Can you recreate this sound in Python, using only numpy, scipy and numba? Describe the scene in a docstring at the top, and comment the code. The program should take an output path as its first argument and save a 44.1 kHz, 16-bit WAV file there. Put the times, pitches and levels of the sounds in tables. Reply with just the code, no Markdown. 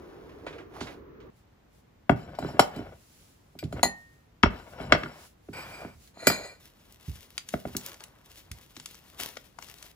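"""Cat in a basket, bowls on a counter

A cat steps out of a creaking wicker basket (filtered noise and grains); then, in a kitchen, stacked ceramic bowls
are set down, parted and slid over a stone counter, a plastic jar is put beside them and foil pouches crinkle.
Blows and grit drive decaying modes of counter, feet and walls; foil is noise bursts; a small hard room answers."""
import sys
import numpy as np
from scipy import signal
from scipy.fft import rfft, irfft
from scipy.io import wavfile
from scipy.ndimage import uniform_filter1d
from numba import njit

SR = 44100
rng = np.random.default_rng(int(sys.argv[2]) if len(sys.argv) > 2 else 0)


def dump_mix(stems):
    """Bounce the given channels to the path in sys.argv[1] as a 16-bit WAV at rate SR."""
    frames = np.atleast_2d(stems).T  # one column per channel
    limited = np.clip(frames, -1, 1)  # hard clip at full scale
    pcm = np.round(limited * 32767).astype(np.int16)
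    wavfile.write(sys.argv[1], SR, pcm)


def ratio(d):
    """dB to gain"""
    e = np.asarray(d, float) / 20
    return 10 ** e


N = 438794
T = np.arange(N) / SR


def noise(channels=1):
    """White noise."""
    return rng.standard_normal((channels, N)).squeeze()


def shaped(x, table):
    """Colours x by a (Hz, dB) spectrum, rms 1."""
    hz, db = np.transpose(table)
    f = np.fft.rfftfreq(N, 1 / SR) + 1
    gain = ratio(np.interp(np.log(f), np.log(hz), db))
    y = irfft(rfft(x) * gain, N)
    return y / np.std(y)


def band(x, lo_hz, hi_hz):
    """Band-pass, rms 1."""
    sos = signal.butter(2, [lo_hz, min(hi_hz, .45 * SR)], "band", fs=SR, output="sos")
    y = signal.sosfilt(sos, x)
    return y / np.std(y)


def tracks(tables, column):
    """One column of curve tables as a track."""
    rows = np.vstack(tables)
    return np.interp(T, rows[:, 0], rows[:, column])


def gains(tables, columns):
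    """Gain tracks from dB columns of curve tables, silent outside them."""
    sounding = sum((T >= table[0][0]) * (T < table[-1][0]) for table in tables)
    return [uniform_filter1d(ratio(tracks(tables, column=c)) * sounding, size=100) for c in columns]


def grains(rate_hz, spread_db):
    """Random clicks, most of them small, a few large."""
    chance = rng.random((2, N))
    size = ratio(-spread_db * np.log(chance[1] + .003))
    return (chance[0] < rate_hz / SR) * size * np.sign(noise())


def flicker(rate_hz, depth_db):
    """A gain that wanders in dB: random steps, smoothed."""
    k = int(SR / rate_hz)
    steps = np.repeat(rng.standard_normal(N // k + 1), k)
    return ratio(depth_db * uniform_filter1d(steps, k)[:N])


def near(hz, centre_hz, slope_db):
    """Modes close to the centre of a contact are driven hardest (slope per octave)."""
    return ratio(-slope_db * np.abs(np.log2(hz / centre_hz)))


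@njit
def ring(drive, turn, loss):
    """One mode: a turning, shrinking pointer pushed by the drive."""
    y, z = np.empty(len(drive)), 0j
    for i in range(len(drive)):
        z = z * turn * (1 - loss[i]) + drive[i]
        y[i] = z.imag
    return y


def struck(modes, s, size, seat_ms, damping, rub):
    """A blow chatters while the faces seat, so each mode swells for that long; damping holds until the next blow."""
    k = np.arange(700)
    seat_samples = np.clip(seat_ms, .1, 15)[:, None] * SR / 1000 + 2
    push = np.sin(np.pi * np.clip((k + 1) / seat_samples, 0, 1))
    push /= push.sum(axis=1, keepdims=True)
    at = (s * SR).astype(int)
    latest = np.clip(np.searchsorted(at, np.arange(N), "right") - 1, 0, None)
    held = np.clip(damping, .2, 8)[latest]
    out = 0
    for hz, db, t60 in zip(*modes):
        turn = np.exp(2j * np.pi * hz / SR)
        phase = np.exp(2j * np.pi * rng.random((len(s), 1)))
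        drive = np.full(N, 1e-18j) + rub(hz)
        # the push turns with the mode, so it builds up in phase
        np.add.at(drive, at[:, None] + k, size(hz)[:, None] * phase * push * turn ** k)
        out = out + ratio(db) * ring(drive, turn, held * np.log(1000) / (t60 * SR))
    return out


BURST_ATTACK_S = 0.00038


def bursts(s, db, hz, t60_s, width):
    """Short decaying noise bursts, each from hz / width to hz * width."""
    out, t = np.zeros(N), np.arange(4000) / SR
    hiss = rng.standard_normal((len(s), len(t)))
    for at, g, f, d, n in zip((s * SR).astype(int), ratio(db), hz, t60_s, hiss):
        sos = signal.butter(2, [f / width, min(f * width, .4 * SR)], "band", fs=SR, output="sos")
        b = signal.sosfilt(sos, n)
        rise = 1 - np.exp(-t / BURST_ATTACK_S)
        decay = np.exp(-t * np.log(1000) / max(d, .004))
        out[at:at + len(t)] += (g * b / b.std() * rise * decay)[:N - at]
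    return out


# Wicker cracking. Each row: start in seconds, burst level in dB, centre in Hz.
WICKER_CRACKS = [(0.2934, -60.5, 1470), (0.4652, -42, 1360), (0.5274, -50, 1270), (0.5827, -49, 1160),
                 (0.806, -42.5, 2550), (0.8693, -46.5, 1490), (1.202, -60.5, 1520)]
# Paws in the wicker. Each row: time in seconds, creak in dB, rustle in dB.
PAWS = [(0.0, -56, -61.5), (0.324, -58.5, -62.5), (0.582, -50, -61), (0.688, -65, -72), (0.76, -55, -51),
        (0.926, -57, -53.5), (1.144, -66, -104), (1.27, -60, -71), (1.3, -80, -84)]
# Rustle spectrum. Each row: frequency in Hz, relative level in dB.
WICKER_SPECTRUM = [(350, -29), (600, 9), (2210, -4.5), (2540, -7), (2760, -8.5), (5870, -15), (8740, -27),
                   (11300, -16), (16000, -28)]
CRACK_T60_S = 0.2


def basket():
    """Wicker creaks low, rustles and cracks under the paws."""
    creak, rustle = gains([PAWS], columns=[1, 2])
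    s, db, hz = np.transpose(WICKER_CRACKS)
    swarm = shaped(grains(4000, 2.5) + 0.26 * noise(), WICKER_SPECTRUM)
    low = band(band(noise(), 276, 492), 130, 1300)
    return creak * low + rustle * swarm + bursts(s, db, hz, CRACK_T60_S + 0 * s, 2.02)


# Lounge tone spectrum. Each row: frequency in Hz, relative level in dB per Hz.
LOUNGE_SPECTRUM = [(18, -43), (30, 1), (64, 0), (227, -7), (437, -1), (649, -27), (1100, -17), (4910, -45),
                   (6380, -47), (8740, -66), (16000, -37.5)]
# Kitchen hum spectrum. Each row: frequency in Hz, relative level in dB per Hz.
KITCHEN_SPECTRUM = [(18, -25.5), (30, 3), (161, -4), (461, -15.5), (569, -17), (2120, -26.5), (4780, -35),
                    (10200, -41.5), (12000, -56.5), (14400, -33), (16000, -57.5)]
LOUNGE_DB, KITCHEN_DB = -54.5, -64
CUT_S = 1.302  # lounge before, kitchen after


def room_tone():
    """Steady noise of lounge, then kitchen; the bass is shared by the two ports, the treble is not."""
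    def pair(table, share):
        mid, side = shaped(noise(), table), shaped(band(noise(), 300, 18000), table)
        return mid + share * side * np.array([[1], [-1]])
    lounge = ratio(LOUNGE_DB) * pair(LOUNGE_SPECTRUM, 0.72)
    kitchen = ratio(KITCHEN_DB) * pair(KITCHEN_SPECTRUM, .4)
    return np.where(T < CUT_S, lounge, kitchen)


# Bowls dragged and fingered, one list per slide.
# Each row: time in seconds, grinding in relative dB, grit in dB.
SLIDE_CURVES = [
    [(2.16, -61, -54.5), (2.278, -45, -65.5), (2.38, -52, -63), (2.47, -43, -50), (2.566, -45, -61.5),
     (2.666, -59, -58.5), (2.71, -67, -58), (2.748, -45, -52.5), (2.886, -50, -65), (2.97, -59, -72)],
    [(3.6, -66, -92.5), (3.722, -55, -80), (3.772, -43, -55.5), (3.82, -57, -62.5)],
    [(4.5, -50, -55), (4.6, -46.5, -55.5), (4.664, -55.5, -69), (4.76, -52, -62), (4.82, -38, -52.5),
     (4.89, -44, -61.5), (4.94, -23, -51.5), (4.988, -75, -50.5), (5.028, -37, -56.5), (5.12, -53.5, -56.5),
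     (5.27, -72.5, -63.5)],
    [(5.53, -52, -49), (5.586, -48.5, -48.5), (5.788, -46.5, -54.5), (5.862, -47, -59), (5.95, -63.5, -70)],
    [(6.14, -65, -72), (6.202, -52, -58.5), (6.234, -40, -56.5), (6.32, -48, -42), (6.396, -39.5, -55),
     (6.466, -41.5, -56), (6.526, -49.5, -64.5), (6.62, -85, -84)],
]


def per_slide(values):
    """One value for each slide as a track."""
    ends_s = [slide[-1][0] for slide in SLIDE_CURVES[:-1]]
    return np.array(values)[np.searchsorted(ends_s, T)]


# Things landing. Each row: start in seconds, knock in dB, centre in Hz, hardness in dB,
# thud in the counter in dB.
LANDINGS = [(0.467, -28, 484, -35, -50), (0.81, -36.5, 835, -2, -37), (2.094, -8.5, 687, -15, -14.5),
            (2.116, -27.5, 780, -14, -25), (2.386, -26.5, 700, -39, -39), (2.424, -29.5, 704, -16, -35),
            (2.446, -28, 760, -27, -32), (2.501, -35.5, 690, -29, -44.5), (2.539, -41.5, 705, -21, -39.5),
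            (2.593, -4, 710, -13.5, -19), (2.762, -36, 574, -24, -37), (2.79, -32, 476, -23, -37.5),
            (2.813, -38, 586, -28, -51.5), (3.551, -47.5, 596, -39.5, -52), (3.626, -33, 600, -16, -35),
            (3.725, -31, 610, -15, -36.5), (3.792, -34, 626, -7.5, -44.5), (3.831, -11.5, 710, -21, -28),
            (3.853, -24.5, 805, -26.5, -39.5), (4.433, -6.5, 990, -7.5, -13.5),
            (4.458, -18.5, 528, -12, -35), (4.8, -34.5, 560, -8.5, -39.5), (4.922, -8.5, 606, -0.5, -15),
            (4.948, -22, 550, -14, -34), (5.033, -34, 1590, 2.5, -39.5), (5.059, -33, 1320, -31, -48.5),
            (5.485, -43, 584, -15, -41.5), (5.533, -51, 900, -8, -68.5), (5.847, -38, 700, -13, -41.5),
            (6.17, -43, 717, -23.5, -57), (6.27, -8, 550, -11, -21.5), (6.3, -19.5, 616, -10, -32.5),
            (7.538, -18, 476, -18, -29), (7.652, -28, 560, -18.5, -35.5), (7.748, -35, 610, -6.5, -36.5),
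            (9.197, -39.5, 615, 0.5, -53), (9.368, -31.5, 422, -10.5, -61),
            (9.585, -38.5, 940, -14.5, -64.5)]
# Bowl foot modes. Rows: frequencies in Hz, levels in dB, t60 in seconds at damping 1.
FOOT_MODES = ([480, 600, 655, 705, 800, 940, 1100, 1225, 1400, 1470, 1690, 1990, 2170, 2680, 3280], [-5,
              -.5, -3, .5, -5, -1.5, -3, -1.5, -.5, -1.5, -2.5, -3, -.5, -2, -4], [.06, .07, .07, .07, .06,
              .06, .06, .07, .06, .06, .05, .05, .06, .05, .04])
# Centre of the grinding in Hz, one per slide.
GRIND_CENTRES_HZ = [673, 640, 825, 850, 600]
SEAT_AT_0_DB_MS, SEAT_MS_PER_DB = 1.7, -.06  # a softer landing seats more slowly
KNOCK_DAMP_AT_0_DB, KNOCK_DAMP_PER_DB = 2.34, -0.03  # a softer landing dies sooner


def knocks():
    """Each landing rings the foot modes near its centre, a hard one the high ones too; dragging grinds them in fits."""
    s, db, hz, hard_db, _ = np.transpose(LANDINGS)
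    centre_hz = per_slide(GRIND_CENTRES_HZ)
    grinding = gains(SLIDE_CURVES, columns=[1])[0]
    rub = grinding * band(grains(2500, 3.), 200, 3000) * flicker(50, 5.)

    def blow(f):
        return (near(f, hz, 16.4) + ratio(hard_db) * (f > 1150)) * ratio(db)

    def grind(f):
        return ratio(-37.5) * (near(f, centre_hz, 15.0) + ratio(-12.5) * (f > 1300)) * rub

    return struck(FOOT_MODES, s, blow, SEAT_AT_0_DB_MS + SEAT_MS_PER_DB * db,
                  KNOCK_DAMP_AT_0_DB + KNOCK_DAMP_PER_DB * db, grind)


# Counter modes. Rows: frequencies in Hz, levels in dB, t60 in seconds at damping 1.
COUNTER_MODES = ([52, 66, 88, 120, 155, 195, 245, 300, 345, 400], [-3, -.5, -.5, -3, -.5, -3, -.5, -1.5, -3,
                 -.5], [.25, .25, .2, .2, .2, .18, .18, .15, .12, .12])
# Deep bumps in the counter. Each row: start in seconds, level in dB, centre in Hz.
COUNTER_BUMPS = [(2.119, -24, 125), (3.642, -30, 142), (4.456, -24, 59), (4.951, -35, 52),
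                 (5.949, -45.5, 59.7), (7.079, -29, 81.3), (7.70, -41, 70), (8.51, -40.5, 87.7),
                 (8.768, -49.5, 265)]
THUD_HZ, BUMP_DAMP = 281, 1.3
THUD_DAMP_AT_0_DB, THUD_DAMP_PER_DB = 4.15, 0.0863  # a louder thud dies sooner


def thuds():
    """The stone slab and the cupboards under it boom at each landing and bump."""
    s, db = np.transpose(LANDINGS)[[0, -1]]
    bump_s, bump_db, bump_hz = np.transpose(COUNTER_BUMPS)
    damping = np.maximum(THUD_DAMP_AT_0_DB + THUD_DAMP_PER_DB * db, 1)
    landed = struck(COUNTER_MODES, s, lambda f: near(f, THUD_HZ, 6.2) * ratio(db), 6. + 0 * s, damping,
                    lambda f: 0)
    bumped = struck(COUNTER_MODES, bump_s, lambda f: near(f, bump_hz, 11.0) * ratio(bump_db), 5.0 + 0 * bump_s,
                    BUMP_DAMP + 0 * bump_s, lambda f: 0)
    return landed + bumped


# Soft treble swishes, perhaps sleeves. Each row: middle in seconds, length in seconds, level in dB.
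SLEEVES = [(1.382, .08, -72.5), (1.77, .1, -71), (2.64, 0.11, -57.5), (3.152, 0.49, -64.5),
           (3.9, 0.66, -69.5), (4.7, 0.2, -65), (5.222, .15, -57), (5.707, 0.4, -60), (6.048, .15, -64.5),
           (6.5, 0.35, -72)]


def swishes():
    """Flickering treble noise under bell-shaped swells, independent at the two ports."""
    swell = sum(ratio(db) * np.exp(-(2 * (T - s) / length_s) ** 2) for s, length_s, db in SLEEVES)
    return swell * band(noise(channels=2), 1700, 15500) * flicker(32, 1.7)


# Glaze on glaze or stone. Each row: start in seconds, crack in dB, upper bowl in dB,
# lower bowl rim in dB, lower bowl base in dB.
CONTACTS = [(2.0947, -55.5, -52, -61, -56), (2.35, -56, -75, -83, -75), (2.388, -51, -53.5, -65, -56),
            (2.5938, -24.5, -23, -42.5, -41), (2.7612, -55.5, -60, -72.5, -58),
            (3.5886, -42, -58, -72, -48), (3.638, -48.5, -57, -73, -68.5), (3.7248, -53, -59, -58.5, -60.5),
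            (3.8298, -24, -55, -24.5, -40), (4.4296, -29, -30, -52, -26), (4.9218, -22, -29, -41, -23),
            (5.0334, -44.5, -71, -79, -56), (5.5344, -58, -61, -68, -62), (6.074, -60, -80, -68.5, -69.5),
            (6.2696, -27.5, -29, -23.5, -19.5), (6.2994, -33, -58, -56, -43), (6.3145, -40, -58, -48, -53)]
# Upper bowl modes. Rows: frequencies in Hz, levels in dB, t60 in seconds at damping 1.
UPPER_MODES = ([3045, 4010, 4786, 5518, 7311, 7946, 9798, 10600, 13400, 14400], [.5, -3, -3.5, -2.5, -2.5,
               -9, -3, -9, -12, -9], [.12, .08, .08, .13, .07, .08, .07, .1, .08, .08])
# Lower bowl rim modes. Rows: frequencies in Hz, levels in dB, t60 in seconds at damping 1.
RIM_MODES = ([1852, 1986, 4140, 4204, 4350, 6705, 6822, 7390, 8555, 9674, 10650, 12840, 13580, 14360], [-12,
             -1.5, .5, -1.5, -6, -1.5, -.5, -1.5, -18, -3, -8, -16, -14, -12], [.85, .2, .16, .15, .14, .22,
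             .15, .08, .18, .17, .15, .18, .14, .15])
# Lower bowl base modes. Rows: frequencies in Hz, levels in dB, t60 in seconds at damping 1.
BASE_MODES = ([1500, 2290, 2385, 4651, 4883, 7865, 9911, 11300, 13370, 13840, 14550], [-4, -3, -.5, -10,
              -2.5, -4, -9, -11, -13, -9, -3], [.1, .1, .2, .2, .17, .13, .15, .15, .17, .16, .1])
# Grit spectrum. Each row: frequency in Hz, relative level in dB.
GRIT_SPECTRUM = [(88, -40), (150, -9), (1050, -3.5), (1490, -5), (2690, -11.5), (4940, -22), (8070, -33),
                 (8550, -37.5), (14300, -24), (16400, -40.5)]
# Singing of the walls against the grit in dB, one per slide.
SINGING_DB = [1., 1., 1., 2., 1.]
GRIP = 1.5  # damping factor of fingers on a bowl wall


def clinks():
    """Hard contacts ring the bowl walls under a short crack; grit under the foot ring keeps them singing."""
    s, crack_db, upper_db, rim_db, base_db = np.transpose(CONTACTS)
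    seat_ms, grip = 0.5 + 0 * s, GRIP + 0 * s
    hiss = gains(SLIDE_CURVES, columns=[2])[0]
    rub = ratio(per_slide(SINGING_DB)) * hiss * band(grains(4200, 2.1), 1200, 14000) * flicker(25, 3.8)
    on_upper = T < 5.3  # the upper bowl is moved first, then the lower one
    rim_free = T > 6.02  # fingers mute the rim while the bowl is turned
    together = (s < 4.2) | (s > 5.3)  # in between the upper bowl lands alone, a duller contact on stone
    crack = bursts(s, crack_db, np.where(together, 3400., 3000.), .05 + 0 * s, 1.5)
    grit = hiss * shaped(grains(9000, 2.0), GRIT_SPECTRUM)

    upper_rub = rub * np.where(on_upper, 1, .4 * ~rim_free)
    upper = struck(UPPER_MODES, s, lambda f: ratio(upper_db - 55 * np.log2(max(f / 5600, 1)) * ~together),
                   seat_ms, grip, lambda f: ratio(-36) * near(f, 4000, 5.) * upper_rub)
    rim = struck(RIM_MODES, s, lambda f: ratio(rim_db) * together, seat_ms, grip * np.where(s > 5.3, 1.6, 1),
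                 lambda f: ratio(-25) * near(f, 3000, 5.) * rub * rim_free)
    pressed = grip * np.where(abs(s - 5.8) < .4, 2.5, 1)  # the turning hand bears down on the base
    base = struck(BASE_MODES, s, lambda f: ratio(base_db) * together, seat_ms, pressed,
                  lambda f: ratio(-26) * near(f, 1800, 4.2) * rub * ~on_upper)
    return crack + grit + upper + rim + base


# Counter rumble against the grinding in dB, one per slide.
RUMBLE_REL_DB = [-1.5, 0, -8.5, -12.5, -22]
RUMBLE_SMOOTH_S = 0.068


def rumble():
    """The counter rumbles under dragged bowls: low noise on the smoothed grinding level."""
    grinding = gains(SLIDE_CURVES, columns=[1])[0]
    level = ratio(per_slide(RUMBLE_REL_DB)) * uniform_filter1d(grinding, int(RUMBLE_SMOOTH_S * SR))
    return level * band(noise(), 27, 170) * flicker(12, 4.4)


# Foil snapping. Each row: start in seconds, burst level in dB, centre in Hz.
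FOIL_SNAPS = [(6.923, -47.5, 10340), (7.223, -57, 3350), (7.3789, -25.5, 3160), (7.4881, -31.5, 4274),
              (7.5407, -45, 2270), (7.7664, -20, 9330), (7.8114, -43.5, 2940), (7.862, -29.5, 7700),
              (7.9164, -40.5, 2160), (7.9423, -42, 2520), (8.0051, -40, 2240), (8.0377, -36, 4600),
              (8.3765, -48, 4560), (8.515, -32, 4250), (8.766, -37, 2260), (8.7984, -37.5, 2870),
              (8.8583, -30.5, 3950), (8.9443, -46, 2860), (9.2, -32.5, 3985), (9.3695, -36, 2000),
              (9.5878, -44.5, 3500), (9.6235, -38, 2090), (9.6856, -45, 3200), (9.784, -47, 4240),
              (9.8261, -39, 4104)]
# Pouches handled. Each row: time in seconds, crinkle in dB, body in dB.
HANDLING = [(6.6, -65.5, -72.5), (6.88, -69, -74), (7.1, -58, -77), (7.45, -67.5, -79),
            (7.55, -53.5, -72.5), (7.62, -66.5, -70.5), (7.8, -53.5, -59), (7.92, -55, -60),
            (8.2, -74, -69.5), (8.4, -56.5, -76.5), (8.48, -75.5, -74), (8.53, -61.5, -70.5),
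            (8.65, -66.5, -80), (8.9, -62, -75), (9.17, -65, -72.5), (9.2, -41.5, -49), (9.33, -57, -70),
            (9.57, -73, -83.5), (9.6, -64.5, -72.5), (9.7, -54.5, -64), (9.74, -63, -71),
            (9.86, -50.5, -62), (9.95, -78, -88)]
# Crinkle spectrum. Each row: frequency in Hz, relative level in dB.
FOIL_SPECTRUM = [(710, -11.5), (1200, -10), (3500, -5), (6000, -9.5), (8490, -13), (10300, -10),
                 (12000, -14), (14500, -7), (16400, -23)]
SNAP_T60_S = 0.019


def pouches():
    """Foil buckles in a few loud snaps over a swarm of small ones that comes in fits."""
    s, db, hz = np.transpose(FOIL_SNAPS)
    crinkle, body = gains([HANDLING], columns=[1, 2])
    # each small snap shivers through the sheet
    smear = rng.standard_normal(200) * np.exp(-np.arange(200) / 40.)
    pops = np.convolve(grains(250, 4.2), smear)[:N] + .7 * noise()
    swarm = shaped(pops, FOIL_SPECTRUM) * flicker(40, 4.)
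    rub = band(grains(4000, 2.), 300, 1500) * flicker(30, 4.)
    return bursts(s, db, hz, SNAP_T60_S + 0 * s, 2.6) + crinkle * swarm + body * rub


def room(x, low_t60_s, high_t60_s, rise_s):
    """Diffuse tail of a small hard room, the treble dying first; the bass is nearly alike at both ports."""
    t = np.arange(SR // 2) / SR
    n = rng.standard_normal((2, len(t)))
    bass = signal.lfilter(*signal.butter(1, 250, fs=SR), n)
    n += .8 * (bass.mean(axis=0) * np.sqrt(2) - bass)
    low = signal.lfilter(*signal.butter(1, 1500, fs=SR), n)
    tail = low * 1000 ** (-t / low_t60_s) + (n - low) * 2.1 * 1000 ** (-t / high_t60_s)
    tail *= 1 - np.exp(-t / rise_s)
    tail /= np.sqrt((tail ** 2).sum(axis=1, keepdims=True))
    return signal.fftconvolve(x[None], tail, axes=1)[:, :N]


# Near sources across the ports. Each row: time in seconds, left minus right in dB.
PAN_CURVE = [(0.0, 3), (0.41, -2), (1.22, -7.5), (2.1, 7), (2.44, 2.5), (4.0, 2), (4.2, 7), (4.4, 7.5),
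             (5.48, 0.5), (6.43, 0.5), (7.29, 5.5), (7.6, 2), (8.76, 4), (9.28, 5), (9.48, 10), (9.95, 3.5)]
# Phase between the ports. Each row: frequency in Hz, lead of the left in radians.
PORT_PHASE = [(60, .2), (180, .35), (350, .5), (700, .85), (1400, 1.3), (2800, 1.85), (5600, 1.5),
              (9500, 1.1), (14000, .9)]


def scene():
    """Near sources reach the two ports with a level and phase difference; room and air surround them."""
    close = basket() + knocks() + clinks() + pouches()
    boom = thuds()
    air = room_tone() + swishes() + rumble()
    hz, lead = np.transpose(PORT_PHASE)
    f = np.fft.rfftfreq(N, 1 / SR) + 1
    turn = np.exp(.5j * np.interp(np.log(f), np.log(hz), lead))
    ports = irfft(rfft(close) * np.array([turn, 1 / turn]), N)
    pan_db = tracks([PAN_CURVE], column=1)
    panned = ports * ratio(np.array([pan_db, -pan_db]) / 2)
    slab = boom * ratio(np.array([[-1.5], [1.5]]))  # the counter is heard a little to the right
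    return panned + slab + ratio(-10) * room(close + boom, 0.3, 0.15, 0.006) + air


def band_limit(x):
    """A steep low-pass at the top of the band."""
    return signal.sosfilt(signal.butter(12, 16500, fs=SR, output="sos"), x)


# Narrow treble dips. Each row: centre in Hz, half width (at 1/e of the dB) in Hz, gain in dB.
TREBLE_DIPS = [(8650, 330, -20), (12100, 600, -28), (16500, 800, -18)]
GAIN, CEILING = 1.487, .97  # linear; CEILING is full scale of the rounding


def record(dry):
    """The microphone cuts the deep bass, the treble has narrow dips; loud peaks are rounded."""
    f = np.fft.rfftfreq(N, 1 / SR)
    dips_db = sum(db * np.exp(-((f - hz) / width_hz) ** 2) for hz, width_hz, db in TREBLE_DIPS)
    dipped = irfft(rfft(dry) * ratio(dips_db), N)
    heard = signal.sosfilt(signal.butter(4, 45, "high", fs=SR, output="sos"), dipped)
    mix = CEILING * np.tanh(GAIN * heard / CEILING)
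    return band_limit(mix)


dry = scene()
out = record(dry)
dump_mix(out)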